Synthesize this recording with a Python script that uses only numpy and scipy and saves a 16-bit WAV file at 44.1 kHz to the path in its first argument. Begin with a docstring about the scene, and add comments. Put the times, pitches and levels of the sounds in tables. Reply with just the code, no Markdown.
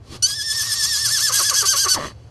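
"""A young miniature horse whinnies on an open lawn, close by, over a faint low rumble and hum.
It draws air through its nostrils, then a shrill, whistle-like voice starts with a clean squeak.
The voice turns raspy and wavers ever more deeply, while its ringing colour slowly shifts.
In the late dips a second, lower voice sounds, made of uneven beats of the vocal folds.
That voice ends the call as a slowing grunt while the rest of the breath goes out."""
import sys
import numpy as np
from scipy import signal
from scipy.fft import rfft, irfft, next_fast_len
from scipy.io import wavfile
from scipy.ndimage import uniform_filter1d

SR = 44100
rng = np.random.default_rng(int(sys.argv[2]) if len(sys.argv) > 2 else 0)


def materialize(psi):
    """Save the field psi as 16-bit PCM at rate SR to the path in sys.argv[1].

    A 1-D psi becomes a single channel; in a 2-D psi each row is a channel.
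    """
    bounded = np.clip(np.atleast_2d(psi).T, -1, 1)
    quanta = np.round(bounded * 32767).astype(np.int16)
    wavfile.write(sys.argv[1], SR, quanta)


N = 101429
TIME = np.arange(N) / SR
CUTOFF_HZ = 15650
JITTER_HZ, SHIMMER_HZ, SHIMMER_DB = 300, 60, 3.2   # speed of pitch shake; speed and depth of level shake


def from_db(db):
    """Decibels to gain."""
    return 10 ** (np.asarray(db) / 20)


def unit_power(x):
    """Scale to an RMS of 1."""
    return x / np.sqrt(np.mean(x ** 2) + 1e-20)


def envelope(rows, column=1):
    """One column of a breakpoint table at every sample."""
    rows = np.array(rows)
    return np.interp(TIME, np.sort(rows[:, 0]), rows[:, column])


def eq_gain(curve, hz):
    """Gain of an EQ curve at given frequencies."""
    points_hz, db = np.transpose(curve)
    return from_db(np.interp(np.log(np.maximum(hz, 1)), np.log(np.sort(points_hz)), db))


def drift(hz):
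    """Smooth random modulation at unit power; hz sets its speed."""
    pole = np.exp(-2 * np.pi * hz / SR)
    return unit_power(signal.lfilter([1], [1, -2 * pole, pole * pole], rng.standard_normal(2 * N))[N:])


def coloured(x, curve, resonances=()):
    """Shape a sound by a broad EQ curve and narrow bells, at unit power."""
    size = next_fast_len(N + SR // 10, True)
    hz = np.arange(size // 2 + 1) * SR / size
    bells_db = sum(db * np.exp(-.5 * np.minimum(np.abs(hz - centre) / width, 10) ** 2)
                   for centre, width, db in resonances)
    broad = eq_gain(curve, hz) if curve else 1
    return unit_power(irfft(rfft(x, size) * broad * from_db(bells_db), size)[:N])


def levelled(x, window_s=0.029):
    """Even out slow changes of level."""
    return x / np.sqrt(np.abs(uniform_filter1d(x ** 2, int(window_s * SR))) + 1e-6)


def gate(start_s, end_s, attack_s, release_s):
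    """Linear attack, hold and release."""
    return np.clip((TIME - start_s) / attack_s, 0, 1) * np.clip((end_s - TIME) / release_s, 0, 1)


# Bass-heavy colour of the outdoor bed: freq_hz, gain_db
RUMBLE_EQ = [(25, -37.5), (65, 0), (110, 1), (200, -16), (550, -19.5), (2500, -38.5), (15000, -93)]


def background(hum_hz=113.5, hum_db=-45, rumble_db=-43.5):
    """Far outdoor rumble with a wavering hum."""
    phase = 2 * np.pi * np.cumsum(hum_hz * (1 + 0.0317 * drift(3.1))) / SR
    hum = from_db(hum_db + 2.5 * np.clip(drift(4), -2, 2)) * np.sin(phase)
    return hum + from_db(rumble_db) * coloured(rng.standard_normal(N), RUMBLE_EQ)


# Air through the nostrils, in and then out: time_s, level_db
BREATH = [(0, -67), (.09, -46.5), (.13, -36), (.165, -34.5), (.188, -53), (1.95, -113), (1.97, -35.5),
          (2.07, -31.5), (2.11, -45.5), (2.14, -58.5)]
# Colour of that breath: freq_hz, gain_db
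BREATH_EQ = [(150, 2.5), (380, 2), (860, -12.5), (1700, -14.5), (4400, -6.5), (12000, -24.5), (13500, -51)]


def nostrils():
    """The horse draws air before the call and lets the rest out at its end."""
    return from_db(envelope(BREATH)) * call_colour(rng.standard_normal(N), BREATH_EQ)


def morph(from_s=1, to_s=1.63):
    """Timbre of the call, from 0 (early) to 1 (late)."""
    return np.clip((TIME - from_s) / (to_s - from_s), 0, 1)


# Narrow peaks and notches that colour the call, with ringing treble:
# centre_hz, width_hz, early_gain_db, late_gain_db
PEAKS_AND_NOTCHES = [(1150, 95, 12, 8.5), (2940, 190, 0, 5), (3377, 53, 5.5, 6), (3660, 77, -9, -14),
                     (4520, 57, 4.5, 10), (6210, 50, 3, 11.5), (7286, 60, 6.5, 0), (7580, 142, -12, -1.5),
                     (8600, 84, 4, 6.5), (8990, 54, 8.5, 5), (9190, 130, -5, -18.5), (9770, 100, 6, 4),
                     (10240, 98, -12, -0.5), (12920, 96.3, 16, 5.5)]


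def call_colour(x, curve):
    """Apply a broad EQ and crossfade from the early peaks and notches to the late ones."""
    hz, width, early_db, late_db = np.transpose(PEAKS_AND_NOTCHES)
    early = coloured(x, curve, zip(hz, width, early_db))
    late = coloured(x, curve, zip(hz, width, late_db))
    return (1 - morph()) * early + morph() * late


# The opening squeak (clarity is tone over rasp): time_s, pitch_hz, level_db, clarity_db, fundamental_db
SQUEAK = [(.23, 1463, -15.5, 9, -41), (.246, 1503, -12, 33, -44.5), (.266, 1553, -18, 6, -39),
          (.276, 1623, -26.5, 1, -45), (.305, 1654, -23.5, -1.5, -39)]
# Wavers of the high voice: start_s, rise_s, trough_hz, crest_hz, level_db, clarity_db, fundamental_db
WAVERS = [(.333, 0.027, 1649, 1793, -21.5, 5, -34.5), (.417, 0.029, 1660, 1811, -20, 5.5, -32),
          (.518, 0.031, 1719, 1840, -16.5, -0.5, -29.5), (.620, 0.047, 1706, 1870, -18, -5.5, -30),
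          (0.736, 0.023, 1705, 1875, -16.5, -2.5, -32), (.848, 0.038, 1687, 1881, -14, 0.5, -30.5),
          (.962, 0.063, 1617, 1799, -19.5, 1.5, -30.5), (1.085, 0.048, 1368, 1773, -19, 0.5, -29.5),
          (1.195, 0.049, 1289, 1776, -18.2, 2.5, -29.5), (1.308, .055, 1124, 1670, -16.5, -3, -29.5),
          (1.408, .063, 1204, 1717, -19, 0, -29.5), (1.524, 0.056, 1126, 1674, -16.7, 0, -31),
          (1.642, .064, 1127, 1579, -15.5, 3, -31), (1.751, .067, 1150, 1625, -17, 2.5, -33),
          (1.869, .049, 1085, 1518, -16.5, 1.5, -32)]
# Offsets through one early waver, in even steps from trough to trough with the crest in row four:
# level_db, clarity_db, fundamental_db, treble_db
EARLY_WAVER = [(-2, 5.5, -4, 4), (-6.5, -5, -3, -1.5), (-8, 0.5, -10.5, -0.5), (-5.5, -2, -7, -8.5),
               (-5, 6, -5, -1), (-5.5, 2, 3, 0)]
# The same through one late waver: level_db, clarity_db, fundamental_db, treble_db
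LATE_WAVER = [(-0.96, -8.5, -6.7, -3.7), (-2.5, -6.5, -6.5, 3), (-0.94, -3.5, -4, 2),
              (-1.16, 2.5, -0.1, 7.5), (-0.87, 1, 2, 1.5), (-1.4, -0.5, -4.5, 5.5)]
# The closing downward slide: time_s, pitch_hz, level_db, clarity_db, fundamental_db
SLIDE = [(1.953, 1260, -19, -8, -27), (1.966, 1000, -33, -5, -24), (1.995, 500, -50, 2, -30)]


def whinny_contour(duck_s=0.014):
    """Pitch, level, clarity, fundamental and treble of the high voice through squeak, wavers and slide."""
    start, rise, trough_hz, crest_hz, *crest_levels = np.transpose(WAVERS)
    turns = np.append(np.column_stack([start, start + rise]), SLIDE[0][0])
    cycle = np.interp(TIME, turns, np.arange(len(turns)) / 2)   # whole at troughs, half at crests
    waver = np.minimum(cycle.astype(int), len(start) - 1)
    late = np.interp(TIME, [.88, 1.1], [0, 1])
    foot_hz = np.append(trough_hz, SLIDE[0][1])[np.round(cycle).astype(int)]
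    fall = np.abs(2 * (cycle - waver) - 1) ** (1.2 + 1.1 * late)   # pointed wavers become round arches
    pitch = crest_hz[waver] + (foot_hz - crest_hz[waver]) * fall
    steps = np.arange(len(EARLY_WAVER)) / len(EARLY_WAVER)
    *offsets, treble = [
        (1 - late) * np.interp(cycle, steps, first, period=1)
        + late * np.interp(cycle, steps, last, period=1)
        for first, last in zip(np.transpose(EARLY_WAVER), np.transpose(LATE_WAVER))]
    level, clarity, fundamental = [np.interp(TIME, start + rise, db) + offset
                                   for db, offset in zip(crest_levels, offsets)]
    # The voice fades into each dip and returns abruptly.
    duck_db = sum(db * np.exp(-np.abs((TIME - s) / duck_s) ** np.where(TIME < s, 2, 10))
                  for s, *_, db in DIPS)
    opening = np.interp(TIME, [SQUEAK[-1][0], start[0]], [1, 0])
    controls = []
    for column, wavering in enumerate((pitch, level - duck_db, clarity, fundamental), 1):
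        call = opening * envelope(SQUEAK, column) + (1 - opening) * wavering
        controls.append(np.where(TIME > SLIDE[0][0], envelope(SLIDE, column), call))
    controls.append(treble * (1 - opening))
    return [uniform_filter1d(control, size=220) for control in controls]


# Brief accents of the high voice: centre_s, half_length_s, boost_db, clarity_change_db
SURGES = [(0.845, .012, 0, -4), (1.058, 0.0096, 5, -1), (1.499, 0.0027, 5.5, -12.5),
          (1.692, 0.0093, 2, 8.5)]


def high_voice(hoarse_below_hz=1600, treble_hz=6900):
    """A shrill oscillator that shifts between clear tone and rasp and goes hoarse as it sinks."""
    pitch, level_db, clarity_db, fundamental_db, treble_db = whinny_contour()
    for centre_s, half_s, boost_db, change_db in SURGES:
        swell = np.exp(-((TIME - centre_s) / half_s) ** 2)
        level_db += boost_db * swell
        clarity_db += change_db * swell
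    rough = 1 / np.sqrt(1 + from_db(clarity_db) ** 2)
    hoarse = rough ** 2 * np.clip(2 * (1 - pitch / hoarse_below_hz), 0, .5)
    jitter = .002 + .014 * rough ** 2 + .1 * hoarse
    phase = 2 * np.pi * np.cumsum(pitch * (1 + jitter * drift(JITTER_HZ))) / SR
    tone = np.sqrt(1 - rough ** 2) * overtones(pitch, phase, rough)
    upper = tone + rough * rasp(phase, rough) + side_tones(phase)
    treble = signal.sosfiltfilt(signal.butter(2, treble_hz, "high", fs=SR, output="sos"), upper)
    upper += (from_db(treble_db) - 1) * treble
    flutter = (1 - hoarse) + hoarse * drift(JITTER_HZ)
    shimmer_db = SHIMMER_DB * rough ** 2 * drift(SHIMMER_HZ)
    fundamental = from_db(fundamental_db + shimmer_db) * flutter * np.sqrt(2) * np.sin(phase)
    return (from_db(level_db) * upper + fundamental) * gate(0.2227, 2.01, 0.0041, 0.014)


# Piercing colour of the overtones: freq_hz, gain_db
OVERTONE_EQ = [(2600, -8), (3400, 0.5), (4550, 6.5), (5400, 11), (6200, 9), (7000, -12), (8900, -1.5),
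               (10500, -57)]


def overtones(pitch, phase, rough):
    """Harmonics 2 to 6; roughness shakes them and brings in weak half-order tones between them."""
    tone = 0
    for order in np.arange(4, 13) / 2:
        if order % 1 == 0:
            strength, slip_rad = 1, (.85 - .5 * morph()) * rough
        else:
            strength, slip_rad = from_db(-10 + 2 * SHIMMER_DB * drift(32)) * rough, 0.77
        shimmer = from_db(SHIMMER_DB * rough * drift(SHIMMER_HZ))
        partial = np.sin(order * phase + slip_rad * drift(JITTER_HZ))
        tone += strength * shimmer * eq_gain(OVERTONE_EQ, order * pitch) * partial
    return levelled(call_colour(tone, None), window_s=0.091)


# Thin, high inharmonic tones that sound along with the squeak: pitch_ratio, gain_db
SIDE_TONES = [(4.7, -10), (5.68, -9), (6.65, -10)]


def side_tones(phase, slip_rad=.35):
    """Thin, high tones that follow the squeak's pitch and fade as it goes on."""
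    fade = np.interp(TIME, [SQUEAK[0][0], SQUEAK[-2][0]], [1, 0])
    return fade * sum(from_db(db) * np.sin(ratio * phase + slip_rad * drift(JITTER_HZ))
                      for ratio, db in SIDE_TONES)


# Bright hiss of the rasp, above about 2.5 kHz: freq_hz, gain_db
RASP_HISS_EQ = [(2000, -39), (2550, -14.5), (3200, -8.5), (4400, 1.5), (6200, 2.5), (8700, -1.5),
                (10500, -7.5), (11900, -3), (12250, -27.5), (13100, -18), (13400, -37.5), (15500, -50.5)]
# Darker body of the rasp, around 1-2 kHz: freq_hz, gain_db
RASP_BODY_EQ = [(200, -25), (1150, -3), (2100, 0), (2700, -13), (3500, -26)]


def rasp(phase, rough, pulsing=0.16):
    """Air pulsing at the voice's pitch: a patchy hiss, with a lower body that grows with roughness."""
    air = rng.standard_normal(N) * (1 + pulsing * np.cos(phase))
    hiss = levelled(call_colour(patchy(air), RASP_HISS_EQ))
    body = from_db(-15) * rough ** 2 * call_colour(air, RASP_BODY_EQ)
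    return hiss + body


def patchy(x, depth_db=3.4, speed_hz=32, spacing_hz=430):
    """Each narrow band of the spectrum swells and fades on its own."""
    size = next_fast_len(N, True)
    spectrum = rfft(x, size)
    position = np.arange(size // 2 + 1) * SR / size / spacing_hz
    bands = (irfft(spectrum * np.clip(1 - np.abs(position - k), 0, 1), size)[:N]
             for k in range(int(CUTOFF_HZ / spacing_hz) + 1))
    return sum(band * from_db(depth_db * np.clip(drift(speed_hz), -2, 2)) for band in bands)


def fold_pulses(pitch, air_db, jitter=.035):
    """Uneven beats of the vocal folds, each with a puff of air."""
    cycles = np.cumsum(pitch * (1 + jitter * drift(JITTER_HZ))) / SR
    beats = np.diff(np.floor(cycles), prepend=0) / np.sqrt(pitch)
    beats *= from_db(SHIMMER_DB * drift(JITTER_HZ))
    puffs = rng.standard_normal(N) * np.exp(-4 * (cycles % 1))
    return unit_power(beats) + from_db(air_db) * unit_power(puffs)


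# Low notes in the dips: centre_s, half_length_s, pitch_hz, level_db, high_voice_duck_db
DIPS = [(1.308, 0.026, 540.5, -28, 9), (1.409, 0.024, 569.6, -25, -1), (1.524, 0.024, 532.2, -26, 7),
        (1.64, .024, 400, -24, 11), (1.746, 0.025, 563, -25, 6.5), (1.869, 0.027, 380.6, -22, 10.5)]
# Mid-heavy colour of those notes: freq_hz, gain_db
LOW_VOICE_EQ = [(200, -39), (370, 0.5), (560, -2.5), (800, -11.5), (1130, 3), (1700, -2), (4500, -32.5)]


def low_voice(bend=0.27, fall=0.2):
    """The low voice swells in each late dip of the high one; its pitch falls, then curls up a little."""
    pitch, level = np.ones(N) * DIPS[0][2], np.zeros(N)
    for centre_s, half_s, hz, db, _ in DIPS:
        position = (TIME - centre_s) / half_s
        inside = np.abs(position) < 1
        pitch[inside] = hz * (1 + bend * position[inside] ** 2 - fall * position[inside])
        level[inside] = from_db(db) * np.cos(np.pi / 2 * position[inside])
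    return level * levelled(call_colour(fold_pulses(pitch, air_db=-7), LOW_VOICE_EQ))


# The closing grunt: time_s, pulse_rate_hz, level_db
GRUNT = [(1.945, 417, -33), (1.962, 369, -27), (1.98, 281, -31), (1.998, 144, -28.5), (2.058, 150, -29.5),
         (2.085, 103, -42), (2.118, 112, -47)]
# Dark colour of the grunt: freq_hz, gain_db
GRUNT_EQ = [(50, -42), (130, -5.5), (290, -2.5), (450, -12.5), (570, -0.5), (800, -15.5), (1100, -5.5),
            (1450, -14.5), (1870, -3.5), (2500, -27), (9000, -47)]


def grunt(unevenness=0.057):
    """The low voice slows into a soft, uneven flutter and dies."""
    rate_hz = envelope(GRUNT) * np.exp(unevenness * drift(SHIMMER_HZ))
    voice = levelled(call_colour(fold_pulses(rate_hz, air_db=-4), GRUNT_EQ))
    return voice * from_db(envelope(GRUNT, 2)) * gate(1.94, 2.13, 0.0059, 0.0044)


def scene():
    """The horse in the open air, in mono."""
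    return (high_voice() + low_voice() + grunt() + nostrils() + background())[None]


def record(dry):
    """A steep low-pass takes off the very top."""
    return signal.sosfilt(signal.cheby2(16, 70, CUTOFF_HZ, fs=SR, output="sos"), dry)


dry = scene()
out = record(dry)
materialize(out)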